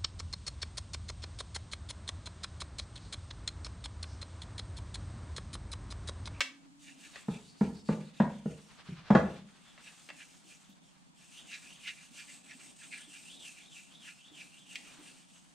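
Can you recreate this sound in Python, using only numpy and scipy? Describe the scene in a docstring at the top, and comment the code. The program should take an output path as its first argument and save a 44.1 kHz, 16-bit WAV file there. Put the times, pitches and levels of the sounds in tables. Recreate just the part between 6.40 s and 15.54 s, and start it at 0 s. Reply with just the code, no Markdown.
"""First a steel knife clicks on a wet whetstone, then it slides to and fro, about three strokes a second.
Grit hisses under the edge, each push rasps, and blade and stone ring at a pitch that follows the blade.
For a few strokes the stone's wooden rest rocks and thumps, ending in a loud double knock.
Now and then the blade clicks or the hands bump the stone; a workshop roof echoes the thumps and clicks.
Behind it all are quiet outdoor air, rustling sleeves and, at the start, a faint hum."""
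import sys
import numpy as np
from scipy import signal
from scipy.fft import rfft, irfft, next_fast_len
from scipy.io import wavfile
from scipy.ndimage import uniform_filter1d, map_coordinates

SR = 44100
rng = np.random.default_rng(int(sys.argv[2]) if len(sys.argv) > 2 else 0)


def dump_mix(stems):
    """Bounce the given channels to the path in sys.argv[1] as a 16-bit WAV at rate SR."""
    frames = np.atleast_2d(stems).T  # one column per channel
    limited = np.clip(frames, -1, 1)  # hard clip at full scale
    pcm = np.round(limited * 32767).astype(np.int16)
    wavfile.write(sys.argv[1], SR, pcm)


N = 403074

# Levels in the tables are relative: each sound gets its overall loudness in its function.
# One push and pull of the blade: start t/s, then level/dB for push hiss, pull hiss, push rasp,
# pull rasp, push ring over hiss, pull ring over hiss
STROKES = [(0.393, -62, -64.5, -55, -75, -10, 1.5), (0.557, -60, -62.5, -53.5, -54.5, -6, -14),
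           (0.857, -60.5, -68, -57, -93, -4, 4), (1.16, -62, -68.5, -58, -91, -3.5, 5),
           (1.43, -62.5, -69, -52.5, -59.5, 0, 1), (1.72, -66, -70.5, -53, -62.5, 0, 1.5),
           (2.03, -63.5, -68.5, -62, -88, -2, -8), (2.43, -69, -80.5, -59.5, -86, 2, -4),
           (2.68, -65, -67.5, -74, -58, -5, 2), (3.04, -72.5, -69, -86, -70, -4.5, 5),
           (3.382, -61, -62, -51, -79.5, -14, -22.5), (3.719, -61, -65.5, -52.5, -68.5, -17, -13.5),
           (4.032, -60, -71, -59.5, -79, -6, -2), (4.4, -70, -75.5, -88, -88.5, -4, -11.5),
           (4.73, -66, -59, -65, -71, -5.5, 3.5), (5.046, -57, -60, -41, -56.5, -2, 4),
           (5.39, -56, -62.5, -39.5, -58.5, 2, -6), (5.704, -57, -58, -46.5, -57, -25, -19),
           (6.02, -64, -59.5, -50.5, -57, -20, -6), (6.346, -60.5, -59, -51, -46.5, -11, 2),
           (6.667, -57, -60, -56.5, -69, 1.5, 5), (6.988, -54.5, -63.5, -59.5, -59.5, 3, 3),
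           (7.291, -58, -66.5, -56, -76, 2.5, 5), (7.59, -58, -69, -49, -83, 4, 7),
           (7.915, -59, -66, -49.5, -73, 5.5, 5), (8.252, -58.5, -61.5, -52.5, -59.5, 2.5, -1.5),
           (8.586, -59, -64.5, -54, -67.5, -5.5, -7.5), (8.868, -65, -69, -82.5, -86, -5, 2.5)]
# The part of the blade on the stone sets the ring's pitch: t/s, centre f/Hz, swing/share of centre
RING_PITCH = [(.7, 2864, .07), (1.1, 4300, .03), (1.38, 4707, .03), (2.1, 2912, .04), (3.3, 3384, .02),
              (3.8, 2902, 0.072), (4.4, 3370, .04), (5.1, 2796, 0.13), (6.3, 2792, .08), (6.6, 2846, .14),
              (6.95, 3120, 0.15), (7.7, 3098, .15), (8.5, 2828, .08), (9.1, 3250, 0.058)]
# Tone of the grit's hiss: f/Hz, level/dB
GRIT_TONE = [(500, -40.5), (1500, -20), (2700, 0), (4000, -3), (5400, -3.5), (6600, 0), (7400, -1),
             (8550, -0.5), (9800, -7.5), (11500, -15), (13500, -16), (15700, -24)]
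# The sheen, a high resonance on top of the hiss: t/s, level/dB
SHEEN_LEVELS = [(5.5, -13.5), (5.9, -4), (6.6, -0.5), (7.05, -7.5), (7.5, -12.5), (8.3, -6)]
# Tone of the edge scraping under pressure: f/Hz, level/dB
RASP_TONE = [(500, -51.5), (1150, -28), (1600, -7.5), (2300, -2), (2720, .5), (3250, -11), (6000, -18.5),
             (15000, -54)]
# Tone of the stone rumbling in its rest: f/Hz, level/dB
RUMBLE_TONE = [(60, -51.5), (105, -26), (150, -4.5), (270, 1.5), (420, -15.5), (800, -8), (2000, -48)]
# The wooden rest knocks down: t/s, level/dB, brightness/dB, pitch/share of the usual
THUMPS = [(0.882, -16.5, -10, 0.99), (1.209, -12, -7, 0.98), (1.488, -11.5, -7, 0.99), (1.8, -11, -2, 1),
          (2.056, -16.5, -13, 1), (2.486, -28.5, -27.5, 0.82), (2.518, -32, -26.5, .75),
          (2.703, -7.5, -1, 0.99), (2.75, -6, 3, 0.98)]
# The notes the wood rings with (its modes): f/Hz, level/dB, time to fade by 60 dB/s
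WOOD_MODES = [(44.56, -34.5, 0.16), (83, -24.5, 0.18), (162.6, -4, 0.12), (195.2, -1.5, 0.099),
              (209.7, -3.5, 0.1), (338, -17, 0.071), (458.6, -10, 0.049), (670, -8, .025), (940, -6, 0.02),
              (1150, -13, 0.013), (1430, -16, 0.026), (1750, -18, 0.015)]
# Tone of the crack as the wood lands: f/Hz, level/dB
CRACK_TONE = [(100, -18.5), (330, 3), (900, 5), (1850, -5.5), (2400, -18), (7000, -36.5), (12000, -63.5)]
# The blade taps the stone: t/s, level/dB, brightness/dB per octave, low cut f/Hz
CLICKS = [(.006, -12, -4.5, 373), (0.016, -20.5, -3, 380), (0.758, -28.5, -10, 547),
          (3.378, -39, -11.5, 600), (3.689, -33, -8, 403), (3.702, -29.5, -11, 657),
          (8.356, -25.5, -6, 1970)]
# Tone of steel hitting stone: f/Hz, level/dB
TAP_TONE = [(200, -31), (700, -21.5), (1400, -14.5), (2100, -4.5), (2900, -3), (4000, -5), (6500, -12),
            (8500, -16), (13000, -52)]
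# The notes a tapped blade rings with: f/Hz, level/dB, time to fade by 60 dB/s
BLADE_MODES = [(1514, -6, 0.046), (1960, 3, 0.15), (2218, -2, 0.12), (2700, 3.5, 0.13), (3380, -7, 0.11),
               (4180, -20, 0.08)]
# The hands bump the stone and its rest: t/s, level/dB, f/Hz
BUMPS = [(4.042, -59.5, 311), (4.288, -52, 198.3), (5.703, -55, 243), (6.145, -56.5, 240),
         (6.671, -58, 290), (7.91, -57.5, 300), (8.582, -53.5, 300)]
# Hands and sleeves shift: t/s, level/dB
RUSTLE_LEVELS = [(.5, -66.5), (.8, -50.5), (1.1, -61.5), (2.25, -60), (2.36, -49.5), (2.95, -51),
                 (3.07, -56.5), (3.4, -53.5), (3.9, -61.5), (4.7, -68), (4.95, -59.5), (8.3, -63.5),
                 (8.56, -50.5), (8.85, -65)]
# Tone of rustling cloth: f/Hz, level/dB
CLOTH_TONE = [(150, -6), (500, -6), (1200, 1), (2500, -2), (4500, -5.5), (9000, -26), (15000, -49)]
# Tone of the outdoor air: f/Hz, level/dB
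AIR_TONE = [(15, -58), (25, -21), (108, -23.5), (135, -8), (175, -1.5), (215, -9.5), (278, -13.5),
            (373, -35.5), (856, -19), (1580, -25), (9270, -33), (15000, -63.5)]
# A faint hum dies away: t/s, level/dB
HUM_LEVELS = [(0, -58.5), (.4, -62.5), (.72, -66.5), (.85, -100)]
# How alike left and right are for near, far and echoed sound: f/Hz, likeness (1 same, -1 opposite)
NEAR = [(200, 1), (1000, 0.79), (2400, 0.88), (4400, 0.97), (8000, 0.64), (13000, -0.53)]
FAR = [(50, 0.44), (150, -0.5), (400, 0.14), (800, -0.45), (3000, -0.73)]
ECHOED = [(300, 0.99), (650, 0.96), (1400, 0.83), (3000, 0.64), (10000, 0.08)]
# How long the echo under the roof lasts: f/Hz, time to fade by 60 dB/s
ROOF_FADE = [(60, 0.5), (170, 0.64), (420, 0.41), (1100, 0.36), (10000, 0.26)]
# Tone of that echo: f/Hz, level/dB
ROOF_TONE = [(60, 1), (200, -16), (450, -1.5), (1100, -4.5), (10000, 1.5)]


def grinding():
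    """Grit hisses under the edge, blade and stone ring at a sliding pitch, the stone rumbles in its rest."""
    hiss_db, ring_hz, ring_db = hand_motion()
    sheen_db, = curves(SHEEN_LEVELS)
    chatter = flicker(depth_db=1, rate=110)  # the edge catches and slips
    sheen = resonance(noise(NEAR), 8270 + 170 * wobble(8), width_hz=850, steepness=1.6)
    grit = patchy(noise(NEAR, GRIT_TONE), depth_db=1.9)
    grains = flicker(depth_db=.8, rate=2300)  # the grit is uneven in size
    hiss = amp(hiss_db + 2) * (grit + amp(sheen_db) * sheen) * grains
    shaky_hz = ring_hz * (1 + .018 * wobble(70))  # the contact shifts under the hand
    ring = amp(ring_db) * resonance(noise(NEAR), shaky_hz, width_hz=560, steepness=2)
    ring *= flicker(depth_db=2, rate=200)
    rumble_db = -65 + .24 * (hiss_db + 61)  # follows the hiss only a little
    rumble = amp(rumble_db) * noise(FAR, RUMBLE_TONE) * flicker(depth_db=2.5, rate=12)
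    return (hiss + bench_echo(ring + rasp(), echo_db=-13)) * chatter + rumble


def hand_motion():
    """The hand swings to and fro: speed sets the loudness, position and pressure set the ring's pitch."""
    _, push_db, pull_db, _, _, push_ring_db, pull_ring_db = np.transpose(STROKES)
    start, turn, end = stroke_times()
    laps = 2 * np.pi * np.arange(len(start))
    angle = over_strokes(laps, laps + np.pi, start, turn)
    nearness, speed = np.cos(angle), np.sin(angle)  # nearness 1 is the near end; speed > 0 is a push
    middles = (start + turn) / 2, (turn + end) / 2
    # The hiss drops as the blade slows to turn, most at the near end.
    slowing_db = np.where(nearness > 0, -8.5, -2) * (1 - np.abs(speed)) ** 1.27
    resting_db = -6 * (np.arange(N) / SR < start[0])
    hiss_db = over_strokes(push_db, pull_db, *middles) + slowing_db + resting_db
    centre_hz, swing = curves(RING_PITCH)
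    position = 2 * ((1 + nearness) / 2) ** 1.1 - 1  # the pitch lingers low while the blade is far out
    pressure = np.where(speed > 0, .66, .12) * speed  # a push lowers the pitch, the lighter pull raises it
    ring_hz = centre_hz * (1 + swing * (position - pressure))
    # The blade rings freely at the near end; the fingers damp it at the far end.
    freedom_db = .53 + 2.5 * nearness - 4.5 * np.maximum(-nearness, 0) ** 2
    ring_db = hiss_db + over_strokes(push_ring_db, pull_ring_db, *middles) + .34 * slowing_db + freedom_db
    return hiss_db, ring_hz, ring_db


def stroke_times(push_s=.16, last_stroke_s=.26):
    """When each stroke starts, turns at the far end and is back."""
    start = np.array([row[0] for row in STROKES])
    end = np.append(start[1:], start[-1] + last_stroke_s)
    return start, np.minimum(start + push_s, end - .01), end


def over_strokes(at_push, at_pull, push_s, pull_s):
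    """A curve that passes through one value on each push and one on each pull."""
    return np.interp(np.arange(N) / SR, np.ravel([push_s, pull_s], "F"), np.ravel([at_push, at_pull], "F"))


def rasp():
    """Each push presses the edge in and each pull drags it: a coarser, lower scrape."""
    _, turns, _ = stroke_times()
    pressure = np.zeros(N)
    for (start, _, _, bite_db, drag_db, _, _), turn in zip(STROKES, turns):
        pressure += amp(bite_db) * swell(start + .096, rise_s=.02, fall_s=.018)
        pressure += amp(drag_db) * swell(turn + .022, rise_s=.006, fall_s=.052)
    scrape = patchy(noise(NEAR, RASP_TONE), depth_db=3.5) * flicker(depth_db=-1.36, rate=1500)
    return pressure * scrape * amp([[-.7], [.7]])  # a little to the right


def thumps(detune=.04):
    """The wooden rest drops onto its support; a harder drop wakes higher notes and a louder crack."""
    track, t = np.zeros((2, N)), np.arange(SR * 2 // 3) / SR
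    for s, db, bright_db, pitch in THUMPS:
        knock = np.zeros_like(t)
        for hz, mode_db, fade_s in WOOD_MODES:
            tilt_db = bright_db * np.clip(np.log(hz / 450) / np.log(2.2), 0, 1.4)
            onset = 1 - np.exp(-(t / (.0026 + .7 / hz)) ** 2)  # soft contact; low notes build up slowly
            scatter_db = rng.normal(0, 1.7)
            shift = rng.normal(0, detune) * (hz > 300)  # each landing shifts the wood's bending notes
            note = np.sin(2 * np.pi * hz * pitch * (1 + shift) * t)
            knock += amp(mode_db + tilt_db + scatter_db - 60 * t / fade_s) * onset * note
        crack_gain = amp(-9.5 + 1.23 * bright_db - 60 * t / .056) * (1 - np.exp(-t / .0019))
        crack = crack_gain * noise(NEAR, CRACK_TONE, size=len(t))
        add(track, s, amp(db) * roof_echo(knock + crack, wet_db=1.18))
    # Nothing below about 40 Hz, and little between the rest's rocking and bending notes.
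    track = signal.sosfilt(signal.butter(3, 38, "high", fs=SR, output="sos"), track)
    return signal.lfilter(*signal.iirnotch(106.8, Q=1.8, fs=SR), track)


def clicks():
    """Steel taps stone: a very short burst and a brief ring, damped by the fingers."""
    track, t = np.zeros((2, N)), np.arange(SR // 6) / SR
    for s, db, bright_db, low_hz in CLICKS:
        tone = [(hz, level + bright_db * np.log2(min(hz, 5000) / 2000)) for hz, level in TAP_TONE]
        burst = amp(-7.5 - 60 * t / .042) * noise(NEAR, tone, size=len(t))
        ring = np.zeros_like(t)
        for hz, mode_db, fade_s in BLADE_MODES:
            tilt_db = bright_db * np.log2(hz / 2000)
            ring += amp(mode_db - 24 + tilt_db - 60 * t / fade_s) * np.sin(2 * np.pi * hz * t)
        low_cut = signal.butter(4, low_hz, "high", fs=SR, output="sos")  # a tap of the tip sounds thin
        add(track, s, amp(db) * signal.sosfilt(low_cut, burst + ring))
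    return bench_echo(track, echo_db=-16)


def bumps():
    """The hands nudge the stone: a short, dull sound around one low pitch."""
    track, t = np.zeros((2, N)), np.arange(SR // 4) / SR
    for s, db, hz in BUMPS:
        dull = noise(NEAR, [(hz / 3, -40), (hz, 0), (3 * hz, -32)], size=len(t))
        body = np.sin(2 * np.pi * hz * t) + amp(-5) * dull
        onset = 1 - np.exp(-(t / .0072) ** 2)
        add(track, s, amp(db + 3 - 60 * t / .154) * onset * body)
    return track


def bench_echo(x, echo_db):
    """Bench and hands throw back a few quick copies, which boost some pitches and weaken others."""
    response = np.zeros((2, SR // 150))
    response[:, rng.integers(SR // 1500, SR // 150, size=6)] = amp(echo_db) * rng.choice([-1, 1], size=6)
    response[:, 0] = 1  # the direct sound
    return signal.fftconvolve(x, response / np.linalg.norm(response[0]), axes=1)[:, :N]


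def roof_echo(x, wet_db, gap_s=.01):
    """Roof and walls answer after a short gap; the treble dies first."""
    hz, t, bands = signal.stft(noise(ECHOED, size=SR * 3 // 4), SR, nperseg=256)
    fade = amp(-60 * t / along(ROOF_FADE, hz)[:, None]) * (1 - np.exp(-(t / gap_s) ** 2))
    fade *= amp(along(ROOF_TONE, hz))[:, None] / np.sqrt(np.mean(fade ** 2, axis=1, keepdims=True))
    tail = signal.istft(bands * fade, SR)[1]
    echo = signal.fftconvolve(x, tail / np.sqrt(tail.shape[1]), axes=1)[:, :x.shape[1]]
    return x + amp(wet_db) * echo


def sleeves():
    """Cloth rustles softly as hands and sleeves shift."""
    rustle_db, = curves(RUSTLE_LEVELS)
    return amp(rustle_db - 8.5) * noise(ECHOED, CLOTH_TONE) * flicker(depth_db=3.5, rate=32)


def hum():
    """A faint, wavering hum that fades within the first second."""
    hum_db, = curves(HUM_LEVELS)
    hum_hz = 281 + 14 * wobble(76)
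    return amp(hum_db) * unit(np.sin(2 * np.pi * np.cumsum(hum_hz) / SR))


def outdoor_air():
    """A quiet, steady, low rush of air."""
    return amp(-64) * noise(FAR, AIR_TONE)


def amp(db):
    """Turn decibels into a gain to multiply by."""
    return 10 ** (np.asarray(db) / 20)


def unit(x):
    """Scale x to an average strength (rms) of 1."""
    return x / np.sqrt(np.mean(x ** 2) + 1e-20)


def along(points, hz):
    """Read a value off a table of (frequency, value) points, joined on a log axis."""
    f, v = np.transpose(points)
    return np.interp(np.log(hz + 1), np.log(f + 1), v)


def curves(rows):
    """One value per sample for each column after the time."""
    s, *columns = np.transpose(rows)
    return [np.interp(np.arange(N) / SR, s, column) for column in columns]


def swell(s, rise_s, fall_s):
    """Pressure that rises to a rounded top at time s and lets go."""
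    t = np.arange(N) / SR - s
    return np.exp(.6 - np.hypot(t / np.where(t < 0, rise_s, fall_s), .6))


def wobble(rate):
    """A smooth curve through `rate` random values a second."""
    return map_coordinates(rng.standard_normal(int(N * rate / SR) + 4), [np.arange(N) * rate / SR])


def flicker(depth_db, rate):
    """A gain that flickers at random, to make a sound rough; rms 1."""
    return unit(amp(depth_db * wobble(rate)))


def filtered(x, response):
    """Scale each frequency in x by response(hz)."""
    size = x.shape[-1]
    padded = next_fast_len(size + SR // 8)
    return irfft(rfft(x, padded) * response(np.fft.rfftfreq(padded, 1 / SR)), padded)[..., :size]


def noise(likeness, tone=None, size=N):
    """Stereo noise with a given left-right likeness and tone; rms 1."""
    def response(hz):
        spread = np.arccos(np.clip(along(likeness, hz), -1, 1)) / 2
        return np.array([np.cos(spread), np.sin(spread)]) * (amp(along(tone, hz)) if tone else 1)
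    mid, side = filtered(rng.standard_normal((2, size)), response)
    return unit(np.array([mid + side, mid - side]))


def resonance(x, centre_hz, width_hz, steepness):
    """Keep a band of x around a moving pitch; the band widens as it rises; rms 1."""
    hz, t, bands = signal.stft(x, SR, nperseg=512)
    centre = np.interp(t, np.arange(N) / SR, centre_hz)
    width = width_hz * (centre / np.median(centre)) ** 2
    gain = (1 + (2 * (hz[:, None] - centre) / width) ** 2) ** (-steepness / 2) / np.sqrt(width)
    return unit(signal.istft(bands * gain, SR)[1][:, :N])


def patchy(x, depth_db):
    """The contact keeps changing, so narrow bands of x swell and fade on their own; rms 1."""
    bands = signal.stft(x, SR, nperseg=512)[2]
    patches = uniform_filter1d(rng.standard_normal(bands.shape[1:]), size=4, axis=0)  # smooth over pitch
    patches = uniform_filter1d(patches, size=14, axis=1)  # and over time
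    return unit(signal.istft(bands * amp(depth_db * unit(patches)), SR)[1][:, :N])


def add(track, s, sound):
    """Mix a sound into the track at time s."""
    start = max(round(s * SR), 0)
    part = track[:, start:start + sound.shape[-1]]
    part += sound[..., :part.shape[-1]]


def scene():
    """Strokes, knocks and clicks under the roof, over a quiet background."""
    sharpening = grinding() + thumps() + bumps() + roof_echo(clicks(), wet_db=-8)
    return sharpening + sleeves() + hum() + outdoor_air()


def record(dry, top_hz=15700):
    """Cut off the very highest treble."""
    return filtered(dry, lambda hz: hz < top_hz)


dry = scene()
out = record(dry)
dump_mix(out)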